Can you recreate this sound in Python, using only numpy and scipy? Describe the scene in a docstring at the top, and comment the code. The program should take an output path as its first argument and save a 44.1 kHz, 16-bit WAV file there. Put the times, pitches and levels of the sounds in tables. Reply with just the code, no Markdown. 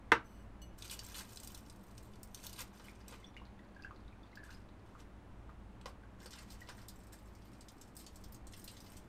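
"""Aluminium foil is handled in a small kitchen: a parcel is opened, later tipped and shaken over a pan.
Its crinkling is showers of tiny buckling grains, plus larger creases as runs of ringing facets.
Wet meat slices drip and smack (swelling bubble notes with splashes); the parcel bumps down (filtered noise).
First a ceramic bowl knocks on a wooden board (noise blow, decaying modes) and a finger brushes its rim.
Behind it are steady air noise and a wavering appliance hum."""
import sys
import numpy as np
from scipy import signal
from scipy.fft import rfft, irfft
from scipy.io import wavfile

SR = 44100
rng = np.random.default_rng(int(sys.argv[2]) if len(sys.argv) > 2 else 0)


def dump(signal):
    """Clip the signal to [-1, 1] and save it as 16-bit WAV at the path in sys.argv[1]."""
    limited = np.clip(np.atleast_2d(signal).T, -1, 1)
    pcm = np.round(limited * 32767).astype(np.int16)
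    wavfile.write(sys.argv[1], SR, pcm)


N = 400428
TIME = np.arange(N) / SR

STOVE_S = 6.15  # foil leaves the board for the stove, farther from the microphone


def foil(far_db=-1.5, shift_s=0.02, count=3):
    """Direct over the board, softer and more echoing over the stove; the moving sheet shifts its reflections."""
    sound = crinkling() + snaps()
    far = TIME > STOVE_S
    facing = (TIME // shift_s) % count
    out = np.zeros(N)
    for k in range(count):  # each facing gets its own diffuse tails
        part = sound * (facing == k)
        out += room(part * ~far, wet_db=-4.0)
        out += gain_of(far_db) * room(part * far, wet_db=0.0)
    return out


# fine creases: (frequency [Hz], density [dB per Hz])
CREASE_SPECTRUM = [(500, -29), (2000, -7.5), (3600, -4), (5500, -3.5), (7000, -4), (8800, 0.5),
                   (10400, -8.5), (13200, 0), (15000, -1.5), (16000, -14)]
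# broad folds: (frequency [Hz], density [dB per Hz])
FOLD_SPECTRUM = [(150, -13), (600, -2), (1300, 1.5), (3000, -2.5), (5000, -11.5), (10000, 3)]
WET_CUTOFF_HZ = 9500  # juice damps the crinkling above this
# how quickly a crease runs its course: tight parcel, open sheet
FOLDED_RUN_S, OPEN_RUN_S = 0.0018, 0.0045


def crinkling(dry_flex_db=-12, wet_flex_db=3, ticks_per_s=150, level_db=-0.92):
    """Dry foil ticks in separate creases; wet foil fizzes softly and rustles in broad folds."""
    effort, wet = handling()
    fizz = crackle(per_s=3200, spread_db=3.0, low_hz=2047, high_hz=13740, cycles=4.5)
    folds = crackle(per_s=1200, spread_db=4.0, low_hz=563, high_hz=6400, cycles=3.7)
    fizz = evened(colour(fizz, CREASE_SPECTRUM))
    folds = evened(colour(folds, FOLD_SPECTRUM))

    ticks = np.zeros(N)
    for when, pitch, size in rng.random((int(ticks_per_s * N / SR), 3)):
        add(ticks, when * N / SR, gain_of(10 * size) * crease(2800 * 4 ** pitch, FOLDED_RUN_S))
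    ticks = evened(colour(ticks, CREASE_SPECTRUM))

    tick_share = 0.4 * (1 - wet / 2)  # of power
    creases = np.sqrt(1 - tick_share) * fizz + np.sqrt(tick_share) * ticks
    flex_db = dry_flex_db + wet * (wet_flex_db - dry_flex_db)
    sheet = creases + folds * gain_of(flex_db)
    damped = signal.filtfilt(*signal.butter(1, WET_CUTOFF_HZ, fs=SR), sheet)
    return ((1 - wet) * sheet + wet * damped) * effort * gain_of(level_db)


# hand moves, each a stretch of light crinkling: (start [s], end [s], level [dB], wetness [0-1])
# prise parcel loose, lift from bowl, carry to board, unfold, reach in for first slice, lift it,
# peel off second slice, third slice, tip foil over pan, let it drain, shake it out
MOVES = [(0.773, 1.232, -59, 0.43), (1.274, 1.582, -62.5, 0.3), (1.63, 2.346, -76.5, 0),
         (2.344, 2.603, -61, 0.28), (2.722, 2.877, -65.5, 0.6), (2.887, 3.265, -74.5, 0.98),
         (4.436, 4.546, -69, 0.82), (4.848, 5.02, -79, 0.7), (6.181, 6.817, -70, 0.75),
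         (6.871, 8.351, -77.5, 0.3), (8.504, 8.984, -67.5, 0.33)]
MOVE_RISE_S, RELEASE_T60_S = 0.01, 0.31  # dies away as the foil settles
# foil crumples where squeezed or jolted: (time [s], length [s], level [dB], wetness [0-1])
CRUMPLES = [(0.896, 0.043, -50.5, 0.05), (1.14, 0.069, -50.5, 0.39), (2.435, 0.026, -55.5, 0.1),
            (2.575, 0.042, -48, 0.45), (3.079, 0.065, -62, 0.84), (4.984, 0.019, -65.5, 0.96),
            (5.866, 0.026, -65, 0.6), (6.299, 0.13, -64.5, 0.87), (6.502, 0.02, -59, 0.5),
            (6.682, 0.01, -54.5, 1), (7.119, 0.01, -53.5, 0.56), (7.979, 0.036, -59, 0)]
CRUMPLE_RISE_S, CRUMPLE_T60_S = 0.013, 0.075


def handling():
    """How hard the foil is worked (gain) and how wet the worked part is (0-1), over time."""
    power, wet = np.zeros((2, N))
    uneven = fits()
    acts = []
    for start, end, db, wetness in MOVES:
        acts.append((uneven * swell(start, end, MOVE_RISE_S, RELEASE_T60_S), db, wetness))
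    for s, length, db, wetness in CRUMPLES:
        acts.append((swell(s, s + length, CRUMPLE_RISE_S, CRUMPLE_T60_S), db, wetness))
    for shape, db, wetness in acts:
        part = (gain_of(db) * shape) ** 2
        power += part
        wet += wetness * part
    return np.sqrt(power), np.clip(wet / (power + 1e-20), 0, 1)


FITS_PER_S, FIT_T60_S, FIT_SHARE = 43, 0.051, 0.58  # FIT_SHARE: of crinkling power


def fits():
    """The foil resists, gives way and settles again: an uneven gain of rms 1."""
    jerks = rng.exponential(1, N) * (rng.random(N) < FITS_PER_S / SR)
    power = signal.oaconvolve(jerks, dying(TIME[:SR // 4], FIT_T60_S) ** 2)[:N]
    return np.sqrt(1 - FIT_SHARE + FIT_SHARE * abs(power) / power.mean())


# loudest creases snapping through: (time [s], level [dB], pitch [Hz])
SNAPS = [(0.7868, -52, 7080), (0.8217, -37.5, 4000), (0.8965, -36.5, 3850), (0.911, -36, 8050),
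         (0.9903, -34, 5300), (1.0637, -43, 7000), (1.143, -38, 3020), (1.3585, -44, 8700),
         (1.371, -38, 4800), (1.3994, -44, 8500), (1.4458, -44, 8220), (1.4727, -38, 8400),
         (1.5466, -39.5, 5000), (1.5745, -46.5, 8650), (1.6975, -42.5, 5200), (1.9784, -44.5, 4460),
         (2.2304, -43, 13100), (2.3452, -34.5, 6500), (2.4655, -35.5, 5850), (2.6046, -33.5, 5480),
         (3.0803, -44, 7800), (4.3541, -48, 4720), (4.449, -57, 4400), (5.8113, -47, 2800),
         (6.258, -44, 4570), (6.306, -46, 4970), (6.3166, -47.5, 3900), (6.331, -42, 3550),
         (6.3854, -48, 5580), (6.5026, -46, 4800), (6.6877, -42.5, 3570), (6.8828, -42.5, 8570),
         (7.6075, -48.5, 5140), (7.6833, -46.5, 5300), (7.812, -45.5, 7130), (7.9657, -40.5, 8300),
         (8.0634, -44, 5700), (8.1572, -50, 7500), (8.238, -49, 5130), (8.3218, -48.5, 13000),
         (8.344, -46, 6440), (8.4685, -48.5, 7500), (8.534, -43, 3300), (8.6411, -44, 10600),
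         (8.676, -40.5, 3640), (8.7673, -46.5, 3720), (8.865, -49.5, 4800), (8.9669, -47, 6000)]
# lesser chance creases, kept only during moves; STRAY_DB is above the move's level
STRAY_PER_S, STRAY_DB, STRAY_SCATTER_DB, STRAY_LOW_HZ, STRAY_HIGH_HZ = 26, 14, 7.5, 3140, 10400
STRAY_WET_DB = -9.5  # soaked foil snaps more softly


def snaps(open_db=3):
    """Large creases heard one by one, and lesser ones in each move, standing out more in the open sheet."""
    creases = list(SNAPS)
    for s, size, hz in scattered(STRAY_PER_S, STRAY_LOW_HZ, STRAY_HIGH_HZ):
        above_db = STRAY_DB + STRAY_SCATTER_DB * size + open_db * (s > STOVE_S)
        for start, end, db, wet in MOVES:
            if start < s < end:
                creases.append((s, db + above_db + STRAY_WET_DB * wet, hz))
    out = np.zeros(N)
    for s, db, hz in creases:
        run_s = OPEN_RUN_S if s > STOVE_S else FOLDED_RUN_S
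        add(out, s, gain_of(db) * crease(hz, run_s))
    return colour(out, CREASE_SPECTRUM)


def crease(hz, run_s, facet_t60_s=0.0037, scatter=0.451, main_share=1.4, count=14):
    """A crease gives way: a quick run of facets flip and ring, scattered in pitch, with a noisy click."""
    t, out = TIME[:400], np.zeros(1400)
    delays_s = run_s * rng.exponential(1, count)
    detune = scatter * rng.standard_normal(count)
    fade = dying(t, facet_t60_s)
    add(out, 0, main_share * np.sin(2 * np.pi * hz * t) * fade)

    centre_hz = hz ** (2 / 3) * 7000 ** (1 / 3)  # drawn towards 7 kHz
    facets_hz = np.clip(centre_hz * np.exp(detune), 1800, 14500)
    for s, facet_hz in zip(delays_s, facets_hz):
        add(out, s, np.exp(-s / run_s / 2) * np.sin(2 * np.pi * facet_hz * t) * fade)

    click = rng.standard_normal(len(out)) * dying(TIME[:len(out)], 6 * run_s)
    return peaked(out + signal.lfilter(*signal.iirpeak(hz, 2.0, SR), click))


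def scattered(per_s, low_hz, high_hz):
    """Chance events, one per equal time slot: rows of (time [s], size [-1 to 1], pitch [Hz])."""
    when, size, pitch = rng.random((int(N / SR * per_s), 3)).T
    times_s = (np.arange(len(when)) + when) / per_s
    return zip(times_s, 2 * size - 1, low_hz * (high_hz / low_hz) ** pitch)


# loudest drips and wet smacks: (time [s], level [dB], bubble pitch [Hz], swell time [s])
DRIPS = [(2.8828, -43.5, 2220, 0.00046), (3.228, -60, 2050, .001), (3.241, -49.5, 3400, 0.0013),
         (3.262, -62, 5660, .003), (3.365, -43.5, 2150, 0.00045), (3.369, -48, 2850, .002),
         (3.415, -49, 980, 0.00072), (3.5915, -55.5, 1860, 0.001), (3.761, -52.5, 1626, 0.0021),
         (3.792, -53.5, 1610, .002), (3.8343, -51.5, 2650, 0.0012), (3.8449, -40.5, 1590, 0.0012),
         (3.907, -43.5, 1220, 0.00077), (4.125, -59, 2310, .001), (4.232, -60.5, 3500, 0.00094),
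         (4.327, -58, 2030, 0.0015), (4.3705, -44.5, 1690, 0.0017), (4.4322, -47, 1660, .0013),
         (4.4905, -49, 1480, 0.00091), (4.505, -49, 1590, 0.00065), (4.515, -56, 2760, .0008),
         (4.545, -56, 5000, 0.00082), (4.95, -50, 1240, 0.00086), (5.4916, -47, 1250, .0007),
         (6.0335, -54.5, 1550, 0.00086), (6.614, -49, 1890, 0.0018)]
# juice squeezed between the slices: (time [s], level [dB])
JUICE = [(2.7, -91), (2.85, -74), (4.1, -79), (4.5, -73), (4.8, -92)]


def drips(rise=0.039, splash_db=-11):
    """Each wet contact opens a small cavity: its note swells, rises a little and dies, with a fine splash."""
    t, out = TIME[:2048], np.zeros(N)
    for s, db, hz, swell_s in DRIPS:
        age = t / swell_s
        turns = np.cumsum(hz * (1 + rise * np.tanh(age / 2 - 1))) / SR
        bubble = peaked(np.sin(2 * np.pi * turns) * age ** 2 * np.exp(-age))
        spray_spectrum = [(hz / 4, -15), (hz, 0), (hz * 2, -5), (hz * 8, -30)]
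        spray = blow(spray_spectrum, chatter=0.8, t60_s=0.035)
        add(out, s, gain_of(db) * bubble)
        add(out, s + swell_s, gain_of(db + splash_db) * spray)
    # many smaller bubbles burst in the juice
    fizz = crackle(per_s=60, spread_db=6, low_hz=1500, high_hz=5000, cycles=3.4)
    out += evened(fizz) * curve(JUICE)
    return room(out, wet_db=-4.0)


# parcel bumps on bowl or pan: (time [s], level [dB])
BUMPS = [(2.606, -44), (2.797, -42.5), (3.124, -41), (5.8572, -30.5), (6.258, -39.5), (6.688, -37.5)]
# colour of a bump: (frequency [Hz], density [dB per Hz])
BUMP_SPECTRUM = [(150, -5.5), (500, 2.5), (1200, 1.5), (2200, -8), (6000, -12), (14000, -33)]


def bumps():
    """The soft parcel bumps down with a dull pat."""
    out = np.zeros(N)
    for s, db in BUMPS:
        add(out, s, gain_of(db) * blow(BUMP_SPECTRUM, chatter=0.098, t60_s=0.052))
    return room(out, wet_db=-3.5)


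KNOCK_S = 0.1183  # bowl lands on the board
# colour of the blow: (frequency [Hz], density [dB per Hz])
BLOW_SPECTRUM = [(60, -29), (170, -16.5), (400, -2.5), (650, -10.5), (1000, -4), (1400, 2), (2300, -11),
                 (3400, -18), (4500, -25.5), (8000, -34), (16000, -47.5)]
# bowl and board ringing together: (frequency [Hz], relative level [dB], t60 [s])
BOARD_MODES = [(321, -31, 0.12), (461, -24, 0.14), (568.6, -29, .1), (733, -33, 0.11), (892, -20.5, 0.11),
               (952, -24.5, 0.15), (1145, -37, 0.071), (1260, -29, 0.071), (1368, -25, 0.11),
               (1450, -28, 0.12), (1570, -38, 0.077), (1680, -29, 0.15), (1800, -21, 0.083),
               (2070, -22.5, 0.074), (2265, -33, 0.088), (2695, -33, 0.12), (3480, -39, 0.089)]
# worktop thud under the board: (frequency [Hz], relative level [dB], t60 [s])
THUD_MODES = [(62, -44, 0.53), (120.6, -43.5, 0.48)]


def knock(contact_db=-9.0, ring_db=-3.0):
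    """The bowl's foot strikes the board, and both ring."""
    contact, body = np.zeros((2, N))
    add(contact, KNOCK_S, gain_of(contact_db) * blow(BLOW_SPECTRUM, chatter=0.054, t60_s=0.037))
    add(body, KNOCK_S, gain_of(ring_db) * ring(BOARD_MODES + THUD_MODES))
    return room(contact, wet_db=-2.5) + body


# bowl rim: (frequency [Hz], relative level [dB], t60 [s])
RIM_MODES = [(2920, 0, 0.28), (4360, -1.5, 0.25), (6070, -2, 0.23), (8000, -3, 0.17), (10100, -14, 0.22),
             (12480, -13, .2)]
# fingers sliding off the rim: (time [s], level [dB])
SLIDE = [(.24, -77.5), (.35, -76.5), (.43, -80), (.47, -92)]
NAIL_S, NAIL_DB = 0.6165, -49  # fingernail ticks the rim


def rim(scuff_db=-17, split=0.0025):
    """Skin rubs the glazed rim into a faint rough ring; then a nail ticks it."""
    # the bowl is not quite round: each mode has a close twin that beats with it
    twins = [(hz * (1 + split), db, t60_s) for hz, db, t60_s in RIM_MODES]
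    note = peaked(ring(RIM_MODES) + 0.5 * ring(twins))
    t = TIME[:len(note)]
    friction = rng.standard_normal(N)
    rubbed = evened(signal.oaconvolve(friction, note * dying(t, 0.028))[:N])
    out = (rubbed + 0.5 * colour(friction, CREASE_SPECTRUM)) * curve(SLIDE)
    scuff = gain_of(scuff_db) * rng.standard_normal(len(t)) * dying(t, 0.09)
    add(out, NAIL_S, gain_of(NAIL_DB) * (note + scuff))
    return room(out, wet_db=-6)


# steady air noise: (frequency [Hz], relative level [dB])
AIR_SPECTRUM = [(15, -3), (35, -10), (55, -0.5), (75, -7.5), (112, -2.5), (148, -17.5), (195, -5),
                (250, -13), (300, -11), (420, -18), (1000, -21), (2200, -31), (5000, -44.5), (9000, -48),
                (15000, -58)]
AIR_DB = -56
# appliance hum: (frequency [Hz], level [dB rms before flutter])
HUM = [(53.8, -62), (193.8, -74)]


def kitchen(swell_db=2.0, waver_turns=0.11, flutter_db=1.5):
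    """Steady air noise whose deep rumble swells a little, and a wavering low hum."""
    spectrum = rfft(rng.standard_normal(N)) * gain_of(read(AIR_SPECTRUM, np.fft.rfftfreq(N, 1 / SR)))
    air = evened(irfft(spectrum, N))
    rumble = signal.filtfilt(*signal.butter(2, 120, fs=SR), air)
    hum = np.zeros(N)
    for hz, db in HUM:
        level = gain_of(db + flutter_db * wander(14.0)) * np.sqrt(2)
        hum += level * np.cos(2 * np.pi * (hz * TIME + waver_turns * wander(5.1)))
    return gain_of(AIR_DB) * (air - rumble + rumble * gain_of(swell_db * wander(2.3))) + hum


# room decay: (frequency [Hz], t60 [s])
ROOM_T60 = [(150, 0.31), (1000, 0.19), (4000, 0.16), (15000, 0.1)]
# first reflections off worktop and wall: (delay [s], gain)
ECHOES = [(.0019, 0.12), (.0031, 0.5), (.0068, 0.3)]


def room(x, wet_db):
    """Direct sound, near reflections and a short diffuse tail."""
    hz, t, z = signal.stft(rng.standard_normal(SR // 2), SR, nperseg=256)
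    tail = signal.istft(z * dying(t, read(ROOM_T60, hz)[:, None]), SR, nperseg=256)[1]
    tail *= np.clip(TIME[:len(tail)] / 0.0015, 0, 1) ** 2
    answer = gain_of(wet_db) * tail / np.linalg.norm(tail)
    for s, gain in [(0.0011, 0.94)] + ECHOES:  # direct sound first
        add(answer, s, np.array([gain]))
    return signal.oaconvolve(x, answer)[:N]


def blow(points, chatter, t60_s):
    """A sharp contact followed by brief chatter of the touching surfaces."""
    t = TIME[:4096]
    force = chatter * rng.standard_normal(len(t)) * dying(t, t60_s)
    force[0] = 1
    return peaked(colour(force, points))


def ring(modes):
    """A struck body's answer: decaying modes of alternating sign."""
    t = TIME[:SR // 2]
    out = np.zeros(len(t))
    for k, (hz, db, t60_s) in enumerate(modes):
        out += (-1) ** k * gain_of(db) * dying(t, t60_s) * np.sin(2 * np.pi * hz * t)
    return out


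def crackle(per_s, spread_db, low_hz, high_hz, cycles):
    """Many tiny grains, each a short decaying tone with its own moment, pitch and size."""
    when, size, pitch, phase = rng.random((int(per_s * N / SR), 4)).T[:, :, None]
    hz = np.minimum(low_hz * (high_hz / low_hz) ** pitch, SR / 2)
    step = np.arange(160)
    turns = hz * step / SR
    height = gain_of(spread_db * np.minimum(-np.log(1 - size), 3.5)) * hz
    grains = height * np.sign(phase - 0.5) * np.sin(2 * np.pi * turns) * np.exp(-turns / cycles)
    index = (when * N).astype(int) + step
    return np.bincount(index.ravel(), grains.ravel(), N)[:N]


def colour(x, points, size=2048):
    """Causal filter of unit energy with the given spectrum."""
    log_gain = np.log(gain_of(read(points, abs(np.fft.fftfreq(size, 1 / SR)))))
    taps = np.fft.ifft(np.exp(np.conj(signal.hilbert(log_gain)))).real  # minimum phase
    return signal.oaconvolve(x, taps / np.linalg.norm(taps))[:len(x)]


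def wander(per_s):
    """Slow random drift of rms 1."""
    hz = np.fft.rfftfreq(N, 1 / SR)
    lowpass = np.exp(-np.minimum(hz / per_s, 10) ** 2)
    return evened(irfft(rfft(rng.standard_normal(N)) * lowpass, N))


def swell(start, end, rise_s, t60_s):
    """Attack, hold until the end, release."""
    return np.clip((TIME - start) / rise_s, 0, 1) * dying(np.clip(TIME - end, 0, 1), t60_s)


def curve(points):
    """Joins (time [s], level [dB]) rows, silent outside them, as a gain."""
    s, db = np.transpose(points)
    return gain_of(np.interp(TIME, s, db, -np.inf, -np.inf))


def dying(t, t60_s):
    """Exponential decay, 60 dB down at t60_s."""
    return np.exp(-np.log(1000) * t / t60_s)


def read(points, hz):
    """Reads a spectrum on a log-frequency axis."""
    f, value = np.transpose(points)
    return np.interp(np.log(hz + 1), np.log(f + 1), value)


def add(mix, s, sound):
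    """Mixes a sound in at a given time."""
    part = mix[round(s * SR):][:len(sound)]
    part += sound[:len(part)]


def gain_of(db):
    """Decibels to amplitude."""
    return 10 ** (np.asarray(db) / 20)


def evened(x):
    """Scales to rms 1."""
    return x / np.sqrt(np.mean(x ** 2) + 1e-20)


def peaked(x):
    """Scales to peak 1."""
    return x / abs(x).max()


def scene():
    """Everything at the worktop, heard by one microphone."""
    return (foil() + drips() + bumps() + knock() + rim() + kitchen())[None]


EDGE_HZ = 15850


def record(dry):
    """Band limit: a steep lowpass at EDGE_HZ."""
    taps = signal.firwin(511, EDGE_HZ, window=("kaiser", 9), fs=SR)
    return signal.oaconvolve(dry, taps[None], "same")


dry = scene()
out = record(dry)
dump(out)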